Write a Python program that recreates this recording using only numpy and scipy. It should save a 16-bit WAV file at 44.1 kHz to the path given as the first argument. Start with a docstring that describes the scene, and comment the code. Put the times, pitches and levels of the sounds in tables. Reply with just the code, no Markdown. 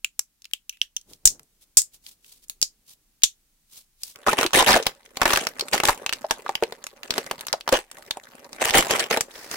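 """In a small dry room, close to a stereo microphone, hands click the buttons of a plastic fidget pad,
then twist a snake puzzle whose joints tick and snap home: bursts of noise ringing shell modes.
Then a finger pushes in the perforated door of a cardboard calendar box, which cracks (damped panel pops),
tears and rustles (random fibre snaps); sliding hands and hiss are shaped noise.
The loudest snaps overload the microphone, and the room answers faintly."""
import sys
import numpy as np
from scipy import signal
from scipy.fft import rfft, irfft
from scipy.io import wavfile
from scipy.ndimage import uniform_filter1d, map_coordinates

SR = 44100
rng = np.random.default_rng(int(sys.argv[2]) if len(sys.argv) > 2 else 0)


def store_pcm(level_fs):
    """Save levels as 16-bit WAV."""
    pcm = np.round(np.clip(level_fs, -1, 1) * 32767).astype(np.int16)
    wavfile.write(sys.argv[1], SR, np.atleast_2d(pcm).T)


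N = 421596
TIME = np.arange(N) / SR
STRIKE_SAMPLES = 4096
HZ = np.fft.rfftfreq(STRIKE_SAMPLES, 1 / SR)
BOX_START_S = 4.24

# Folds of card giving way: [t/s, panel level/dB, panel f/Hz, crisp edge level/dB]
CARD_CRACKS = [(4.266, -21.5, 1230, -34), (4.273, -15.5, 720, -26), (4.283, -9.5, 1210, -24),
               (4.331, -18, 880, -21.5), (4.387, -17, 1200, -18), (4.411, -22.5, 486, -19.5),
               (4.43, -18.5, 1280, -20.5), (4.45, -22.5, 354, -43), (4.533, -31, 1620, -18),
               (4.625, -14.5, 920, -20), (4.762, -9.5, 620, -21), (4.799, -24, 506, -44),
               (4.866, -23.5, 1030, -11.5), (5.171, -35, 745, -28), (5.216, -8, 1260, -14.5),
               (5.231, -23, 900, -25), (5.255, -7, 1670, -14.5), (5.306, -22.5, 960, -22),
               (5.333, -13.5, 1250, -10), (5.373, -17, 1240, -16.5), (5.469, -26.5, 1730, -19.5),
               (5.740, -18, 760, -22.5), (5.801, -21.5, 1780, -21.5), (5.835, -17, 880, -20),
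               (5.853, -24.5, 2640, -13), (5.885, -8.5, 1380, -14), (5.892, -12, 1010, -13),
               (6.2436, -23.5, 704, -91), (6.309, -17.5, 870, -13.5), (6.463, -28, 1170, -47),
               (6.4923, -21, 960, -33), (6.625, -14, 480, -34), (6.723, -34, 423, -36),
               (7.18, -21, 870, -19.5), (7.312, -25.5, 1280, -25.5), (7.537, -21.5, 720, -53),
               (7.677, -22, 1160, -29.5), (7.69, -27.5, 830, -22.5), (7.725, -5, 514, -13),
               (8.171, -33, 770, -48), (8.619, -20.5, 646, -31), (8.654, -28.5, 520, -19),
               (8.743, -13, 1820, -28), (8.868, -29.5, 780, -34), (8.908, -24.5, 460, -15.5),
               (9.11, -19, 530, -20), (9.172, -18, 503, -21.5)]
# Rips along the perforation: [start t/s, length t/s, level/dB]
PERFORATION_RIPS = [(4.261, 0.057, -20), (4.36, 0.076, -21), (4.53, 0.082, -8), (4.659, 0.098, -9),
                    (5.248, 0.19, -24), (5.722, 0.024, -15.5), (5.835, 0.081, -26.5), (7.151, 0.01, -20),
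                    (7.714, 0.039, -15), (8.596, 0.16, -23), (8.733, 0.053, -4), (8.881, 0.15, -19),
                    (9.097, 0.051, -21)]
# Every rip builds up, eases as the card yields, and dies away when the finger stops
RIP_ATTACK_S, RIP_SAG_DB_PER_S, RIP_RELEASE_DB_PER_S = 0.021, 26, 498.5
# The loosened flap goes on rustling after each rip, this far below it
FLAP_DB, FLAP_FADE_DB_PER_S = -30.5, 125
# Finger rubbing the box, breakpoints of its level: [t/s, level/dB]
FINGER_RUB = [(4.15, -51), (4.86, -37), (4.98, -59.5), (5.13, -50.5), (5.3, -24), (5.53, -43),
              (5.94, -38.5), (6.15, -45), (7.0, -51.5), (7.05, -42), (7.4, -41.5), (7.88, -66),
              (7.97, -45.5), (8.4, -48.5), (8.85, -31.5), (9.27, -49)]
# Glossy coating creasing with a sharp tick: [t/s, level/dB, ring f/Hz]
COATING_TICKS = [(4.463, -19.5, 3970), (4.73, -14.5, 3260), (4.83, -38, 4800), (5.06, -48.5, 2090),
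                 (5.359, -18, 2710), (5.436, -39, 3000), (5.595, -25.5, 4400), (5.609, -21.5, 4134),
                 (5.683, -38, 2300), (5.734, -16.5, 3020), (5.778, -23.5, 2030), (5.875, -22, 6900),
                 (6.0625, -21, 2480), (6.093, -24, 2750), (6.126, -22.5, 1760), (6.133, -24, 4970),
                 (6.553, -21, 3040), (6.635, -24.5, 2690), (6.84, -34, 6420), (6.867, -32, 7000),
                 (7.032, -34.5, 2820), (7.106, -18, 3380), (7.139, -31, 3280), (7.264, -37, 6300),
                 (7.409, -32.5, 11300), (7.468, -29.5, 11800), (7.483, -31, 3600), (7.528, -17.5, 4670),
                 (7.609, -36.5, 3460), (7.914, -38.5, 7900), (8.109, -21, 3780), (8.53, -37, 4900),
                 (8.707, -20.5, 3240), (8.995, -21, 5550), (9.208, -16.5, 6660), (9.513, -30, 6300)]
# Puzzle joints snapping home, with rebounds:
# [t/s, level/dB, t60/s, low mode f/Hz, high mode f/Hz, high mode level/dB, broad tick level/dB]
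JOINT_SNAPS = [(1.2543, -1, 0.013, 5340, 7240, 19.5, -5.5), (1.2742, -10.5, 0.01, 5540, 6300, 0.5, -24.5),
               (1.7701, -4, 0.084, 5170, 7520, 5.5, -22.5), (1.8183, -25.5, 0.0059, 5060, 7800, 16, -3.5),
               (2.4971, -29.5, 0.009, 4030, 6620, -16, -4), (2.6158, -23.5, 0.0042, 4930, 6740, -1, -11.5),
               (2.6267, -13, 0.0084, 5000, 6710, -8, -40), (3.2341, -7, 0.032, 3500, 6480, -1.5, -27.5),
               (4.034, -28, 0.0088, 4870, 8170, -6.5, -15)]
# Pad buttons going down and up: same columns as the joints
BUTTON_CLICKS = [(.0455, -21, .012, 2640, 7200, -11.5, -25), (.1927, -18.5, 0.013, 5640, 7480, 1.5, -11.5),
                 (.5348, -21, 0.011, 3000, 7700, -12.5, -22.5), (.6943, -29, 0.011, 2850, 6000, 2, -17.5),
                 (.7250, -48, .17, 2650, 5900, -23, -26), (.8152, -17, 0.0072, 3020, 5800, -12, -34),
                 (.9648, -24, 0.013, 3130, 5950, 5, -18)]
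# Light touches of plastic on plastic, too weak to ring the shell: [t/s, level/dB, ring f/Hz]
PLASTIC_TOUCHES = [(.42, -51, 3670), (.4438, -45, 2900), (.4538, -41.5, 2720), (.512, -55, 1900),
                   (.7712, -57, 1960), (1.013, -51.5, 4550), (1.134, -44, 3800), (1.395, -46.5, 910),
                   (1.431, -57, 7370), (2.0645, -41, 3060), (2.245, -52.5, 1910), (2.483, -50, 7600),
                   (3.22, -43, 2410), (4.1586, -42.5, 1455)]
# Plastic faces sliding on each other and on skin: [middle t/s, length t/s, level/dB]
PLASTIC_SLIDES = [(1.12, 0.059, -51.5), (1.628, 0.031, -54.5), (1.949, 0.035, -49), (2.087, 0.076, -48),
                  (2.31, 0.11, -49.5), (2.436, 0.028, -54), (2.908, 0.056, -47), (3.765, 0.09, -45),
                  (4.074, 0.1, -45)]
# Hand sweeping over the glossy lid: [middle t/s, length t/s, level/dB]
LID_SWEEPS = [(9.41, 0.14, -39.5), (9.54, 0.056, -31.5)]
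# Fingers shifting their grip on the toys: [middle t/s, length t/s, level/dB]
GRIP_SHIFTS = [(1.115, 0.067, -56.5), (1.33, 0.14, -55.5), (2.3, 2.2, -77)]

# Relative spectra, all [f/Hz, level/dB per Hz]
# crisp edge of creasing card
CRISP_SPECTRUM = [(300, -14.5), (1500, -6.5), (5500, -10.5), (15500, -22)]
# tearing fibres
FIBRE_SPECTRUM = [(300, -29.5), (1200, -11), (2300, -8.5), (4500, -17), (9000, -17.5), (15500, -26)]
# hollow box drummed on
BOX_SPECTRUM = [(40, -14), (220, 17), (450, 21.5), (800, 22.5), (1300, 9.5), (2500, 10), (8000, -24)]
# skin on printed card
SKIN_SPECTRUM = [(60, -12), (250, 3.5), (550, 3.5), (1200, -1.5), (5200, -19.5), (15500, -18)]
# plastic shell
PLASTIC_SPECTRUM = [(100, -9.5), (800, -12), (2700, 2), (7000, 6.5), (16000, 4)]
# plastic faces sliding
SLIDE_SPECTRUM = [(100, -8), (1600, -12.5), (3600, 2.5), (9000, 2), (16000, -1)]
# hand on the glossy lid
GLOSS_SPECTRUM = [(150, -5.5), (450, 4.5), (1200, -1.5), (1800, 4), (3300, -7), (5200, 1), (6800, -6),
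                  (15500, -10.5)]
# palm and fingers gripping
PALM_SPECTRUM = [(60, -11.5), (400, -13.5), (8000, -55.5)]
# microphone hiss and rumble
HISS_SPECTRUM = [(15, -33), (25, 12), (86, -12), (221, -10.5), (523, -25.5), (6380, -17.5), (15500, -19)]


def cracks(sharpness=2.03, broader_when_high=0.73, ring_t60=0.035, longer_when_loud=0.062,
           longer_when_low=0.3, crisp_share=0.44, drum_db=-26, clean=0.8):
    """A fold gives way: a crisp edge sound, and a damped pop from the panel behind it."""
    out = np.zeros((2, N))
    for s, panel_db, hz, crisp_db in CARD_CRACKS:
        # loud, low folds ring longer
        t60 = ring_t60 * amp(panel_db) ** longer_when_loud * (1000 / hz) ** longer_when_low
        width = hz / sharpness * (hz / 1000) ** broader_when_high
        # the sharper the crack, the more it also drums on the box
        drum = amp(drum_db + .5 * (crisp_db - panel_db)) * read(BOX_SPECTRUM)
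        panel = mode(hz, width) ** 2 + drum
        # the panel snaps through at once; its chatter needs about half a cycle to start
        pop = strike(panel * patchy(), t60, rise=.5 / hz, clean=clean)
        add(out, s, amp(panel_db) * pop)
        edge = strike(read(CRISP_SPECTRUM) * patchy(), t60 * crisp_share)
        add(out, s, amp(crisp_db) * edge)
    return out


def tears(fibre_db=-2.5, box_db=-7):
    """Dense fibre snaps run along the perforation in jerks and drum on the hollow box."""
    pull = sum(rip(*row) for row in PERFORATION_RIPS) * catching(depth_db=2.9, per_s=190)
    fibres = crackle(FIBRE_SPECTRUM, per_s=800, spread_db=5.2, t60=.007, ring=3)
    box = crackle(BOX_SPECTRUM, per_s=520, spread_db=3, t60=.018, ring=2, count=4)
    return pull * flexing(amp(fibre_db) * fibres + amp(box_db) * box)


def rip(start, length, db):
    """Pull of the finger in one rip: attack, sagging hold, release, and the flap's slower fade."""
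    t = np.maximum(TIME - start, 0)
    after = np.maximum(t - length, 0)
    attack = np.minimum(t / RIP_ATTACK_S, 1)
    hold = attack * amp(db - RIP_SAG_DB_PER_S * np.minimum(t, length))
    release = amp(-RIP_RELEASE_DB_PER_S * after)
    flap = amp(FLAP_DB - FLAP_FADE_DB_PER_S * after)
    return hold * (release + flap)


def rustle(rub_db=-5.0, ticks_db=-7, pops_db=-7):
    """Skin catches and slips on the printed card; the card answers with clumps of creases and pops."""
    level = amp(np.interp(TIME, *np.transpose(FINGER_RUB), left=-120))
    slips = crackle(SKIN_SPECTRUM, per_s=600, spread_db=4, t60=.016, ring=2, count=3)
    skin = slips * catching(depth_db=2.5, per_s=45)
    creases = crackle(CRISP_SPECTRUM, per_s=70, spread_db=3, t60=.006, ring=3, count=5)
    clumped = creases * catching(depth_db=3, per_s=22)
    pops = crackle(SKIN_SPECTRUM, per_s=16, spread_db=2.5, t60=.02, ring=8, count=3)
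    return level * flexing(amp(rub_db) * skin + amp(ticks_db) * clumped + amp(pops_db) * pops)


def crackle(spectrum, per_s, spread_db, t60, ring, count=8):
    """Fibres snap at random, a few of them large; each patch of card has its own resonance."""
    out = np.zeros((2, N))
    for hz in np.geomspace(450, 7000, count):
        size = amp(spread_db * np.minimum(rng.exponential(1, N), 3.5))
        happens = rng.random(N) < per_s / count / SR
        snaps = size * rng.choice([-1, 1], N) * happens
        resonance = mode(hz * rng.uniform(1.0, 1.1), hz / 3)
        grain = strike(read(spectrum) * (1 + ring * resonance), t60)
        out += signal.oaconvolve(snaps[None], grain, axes=1)[:, :N]
    return evened(out)


def flexing(x, depth_db=3.4, patch_hz=380, patch_s=.02):
    """The card bends as it gives way, so its resonances keep shifting."""
    hz, t, z = signal.stft(x, SR, nperseg=512, noverlap=384)
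    # patches of colour widen with frequency
    place = np.meshgrid(np.log1p(hz / (4 * patch_hz)) * 8, t / patch_s, indexing="ij")
    knots = rng.standard_normal([int(axis.max()) + 2 for axis in place])
    drift = evened(map_coordinates(knots, place, order=1))
    colour = amp(depth_db * np.clip(drift, -2, 2))
    # keep the overall level roughly steady
    power = (abs(z) ** 2).mean((0, 2))
    colour /= np.sqrt(np.average(colour ** 2, axis=0, weights=power))
    return signal.istft(z * colour, SR, nperseg=512, noverlap=384)[1][:, :N]


def ticks(rows, spectrum, sharpness, broad_db, t60, overtone=1.6, overtone_db=-6):
    """Short dry ticks, each with a ring of its own and one overtone."""
    out = np.zeros((2, N))
    for s, db, hz in rows:
        width = hz / sharpness
        ring = mode(hz, width) ** 2 + amp(overtone_db) * mode(overtone * hz, width) ** 2
        gain = (ring + amp(broad_db)) * read(spectrum) * patchy()
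        add(out, s, amp(db) * strike(gain, t60))
    return out


def plastic(rows, low_width, high_width, order, ring_db, ring_t60, ring_width=1100,
            hollow_hz=1650, hollow_db=-3):
    """Each click rings two modes of a hollow shell over a broad tick; the shell lingers faintly."""
    out = np.zeros((2, N))
    for s, db, t60, low_hz, high_hz, high_db, tick_db in rows:
        low = mode(low_hz, low_width) ** order
        high = amp(high_db) * mode(high_hz, high_width) ** order
        modes = np.hypot(low, high)
        click = np.hypot(modes, amp(tick_db) * patchy())
        add(out, s, amp(db) * strike(read(PLASTIC_SPECTRUM) * click, t60))
        # the lingering ring: both modes at one shared width, and the hollow of the shell
        ring = mode(low_hz, ring_width) + amp(high_db) * mode(high_hz, ring_width)
        ring = ring + amp(hollow_db) * mode(hollow_hz, hollow_hz / 4)
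        linger = strike(read(PLASTIC_SPECTRUM) * ring * patchy(), ring_t60)
        add(out, s, amp(db + ring_db) * linger)
    return out


def slides(rows, spectrum):
    """Finely grained friction hiss swells and fades with each stroke."""
    level = sum(amp(db) * np.exp(-np.pi * ((TIME - s) / length) ** 2) for s, length, db in rows)
    return level * pair(N, spectrum) * catching(depth_db=3.3, per_s=220)


def room(x, early_db, late_db, early_t60=0.05, late_t60=0.13):
    """Quick echoes from the table and hands, then a faint short tail, as decaying noise."""
    t = TIME[:SR // 2]
    tail = np.zeros((2, len(t)))
    for db, t60 in [(early_db, early_t60), (late_db, late_t60)]:
        taps = pair(len(t)) * amp(-60 * t / t60) * (t > .003)
        tail += amp(db) * taps / np.linalg.norm(taps[0])
    return x + signal.oaconvolve(x, tail, axes=1)[:, :N]


def hiss(floor_db=-66, opening_db=-3, opening_s=.99):
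    """Steady microphone hiss and faint rumble; the first second is quieter."""
    return amp(floor_db + opening_db * (TIME < opening_s)) * pair(N, HISS_SPECTRUM)


def strike(gain, t60, rise=0.00036, clean=0):
    """A dying burst of micro-slips, led by an optional clean blow, rings a body with this gain curve."""
    t = TIME[:STRIKE_SAMPLES]
    burst = pair(STRIKE_SAMPLES) * (1 - np.exp(-t / rise)) * amp(-60 * t / max(t60, .001))
    z = rfft(burst)
    z = z + clean * np.sqrt(np.mean(abs(z) ** 2))
    # the body, not the burst, sets the broad colour
    power = abs(z.mean(0)) ** 2 + (abs(z) ** 2).mean(0)
    own = np.sqrt(uniform_filter1d(power, size=31))
    log_gain = np.log(np.maximum(gain / gain.max(), 1e-5) / own)
    # minimum phase: the body answers only after the blow
    circle = np.concatenate([log_gain, log_gain[-2:0:-1]])
    causal = np.exp(np.conj(signal.hilbert(circle)))[:len(HZ)]
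    # energy of 10 ms at rms 1
    return evened(irfft(z * causal)) * np.sqrt(SR / 100 / STRIKE_SAMPLES)


def mode(hz, width):
    """Gain of one resonance, 1 at its top; centre and width in Hz."""
    return HZ * width / np.hypot(HZ ** 2 - hz ** 2, HZ * width)


def patchy(depth_db=3.5, step_hz=450):
    """Every spot struck has its own uneven colour."""
    knots = np.arange(0, SR, step_hz)
    return amp(depth_db * np.interp(HZ, knots, rng.standard_normal(len(knots))))


def catching(depth_db, per_s):
    """Stick and slip: a gain that rises and falls at random, of rms 1."""
    knots = np.arange(0, TIME[-1] + 1, 1 / per_s)
    heights = np.clip(rng.standard_normal(len(knots)), -2, 2)
    return evened(amp(depth_db * np.interp(TIME, knots, heights)))


def pair(size, spectrum=None, alike_hz=1250):
    """Noise at two spaced capsules: alike in the bass, unrelated in the treble."""
    hz = np.fft.rfftfreq(size, 1 / SR)
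    a, b = rfft(rng.standard_normal((2, size)))
    same = .95 / (1 + (hz / alike_hz) ** 3)
    z = np.array([a, same * a + np.sqrt(1 - same ** 2) * b])
    colour = read(spectrum, hz) if spectrum else 1
    return evened(irfft(z * colour, size))


def read(points, hz=HZ):
    """Gain of a spectrum table on a log-frequency axis."""
    f, db = np.transpose(points)
    return amp(np.interp(np.log(hz + 1), np.log(f), db))


def amp(db):
    """Decibels to gain."""
    return 10 ** (np.asarray(db) / 20)


def evened(x):
    """Scales to rms 1."""
    return x / np.sqrt(np.mean(x ** 2) + 1e-20)


def add(mix, s, sound):
    """Mixes a stereo sound in at time s."""
    part = mix[:, round(s * SR):][:, :sound.shape[1]]
    part += sound[:, :part.shape[1]]


def scene():
    """The box, the puzzle and the pad, handled over a quiet floor."""
    creases = ticks(COATING_TICKS, CRISP_SPECTRUM, sharpness=4.2, broad_db=-8.5, t60=0.014)
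    card = cracks() + creases + tears() + rustle()
    box = room(card, early_db=-16, early_t60=0.11, late_db=-21)
    joints = plastic(JOINT_SNAPS, low_width=730, high_width=1500, order=1, ring_db=-24.5, ring_t60=.07)
    puzzle = room(joints, early_db=-15.0, late_db=-12.0)
    buttons = plastic(BUTTON_CLICKS, low_width=700, high_width=450, order=2, ring_db=-20.5, ring_t60=0.11)
    touches = ticks(PLASTIC_TOUCHES, PLASTIC_SPECTRUM, sharpness=1.5, broad_db=-17.5, t60=0.0101)
    pad = room(buttons + touches, early_db=-21.5, late_db=-21.0)
    hands = slides(PLASTIC_SLIDES, SLIDE_SPECTRUM) + slides(LID_SWEEPS, GLOSS_SPECTRUM)
    hands = hands + slides(GRIP_SHIFTS, PALM_SPECTRUM)
    return box + puzzle + pad + hands + hiss()


def record(dry, toy_ceiling_db=0, box_ceiling_db=-8, lopsided=0.23, dc_cut_hz=12, thump_db=-11,
           thump_hz=38, edge_hz=16000):
    """Overload flattens the peaks, one side sooner, and leaves a low thump; the box has a lower ceiling."""
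    ceiling_db = np.where(TIME < BOX_START_S, toy_ceiling_db, box_ceiling_db)
    ceiling = amp(ceiling_db) * (1 - lopsided * (dry > 0))
    flat = dry / (1 + (dry / ceiling) ** 4) ** (1 / 4)
    excess = np.maximum(abs(dry) - ceiling, 0)
    thump_band = signal.butter(1, [thump_hz / 2, thump_hz], "band", fs=SR)
    thump = signal.lfilter(*thump_band, excess)
    dc_cut = signal.butter(1, dc_cut_hz, "high", fs=SR)
    flat = signal.lfilter(*dc_cut, flat - amp(thump_db) * thump)
    # the treble ends at edge_hz
    edge = signal.firwin(255, edge_hz, window=("kaiser", 7), fs=SR)
    return signal.oaconvolve(flat, edge[None], "same", axes=1)


dry = scene()
out = record(dry)
store_pcm(out)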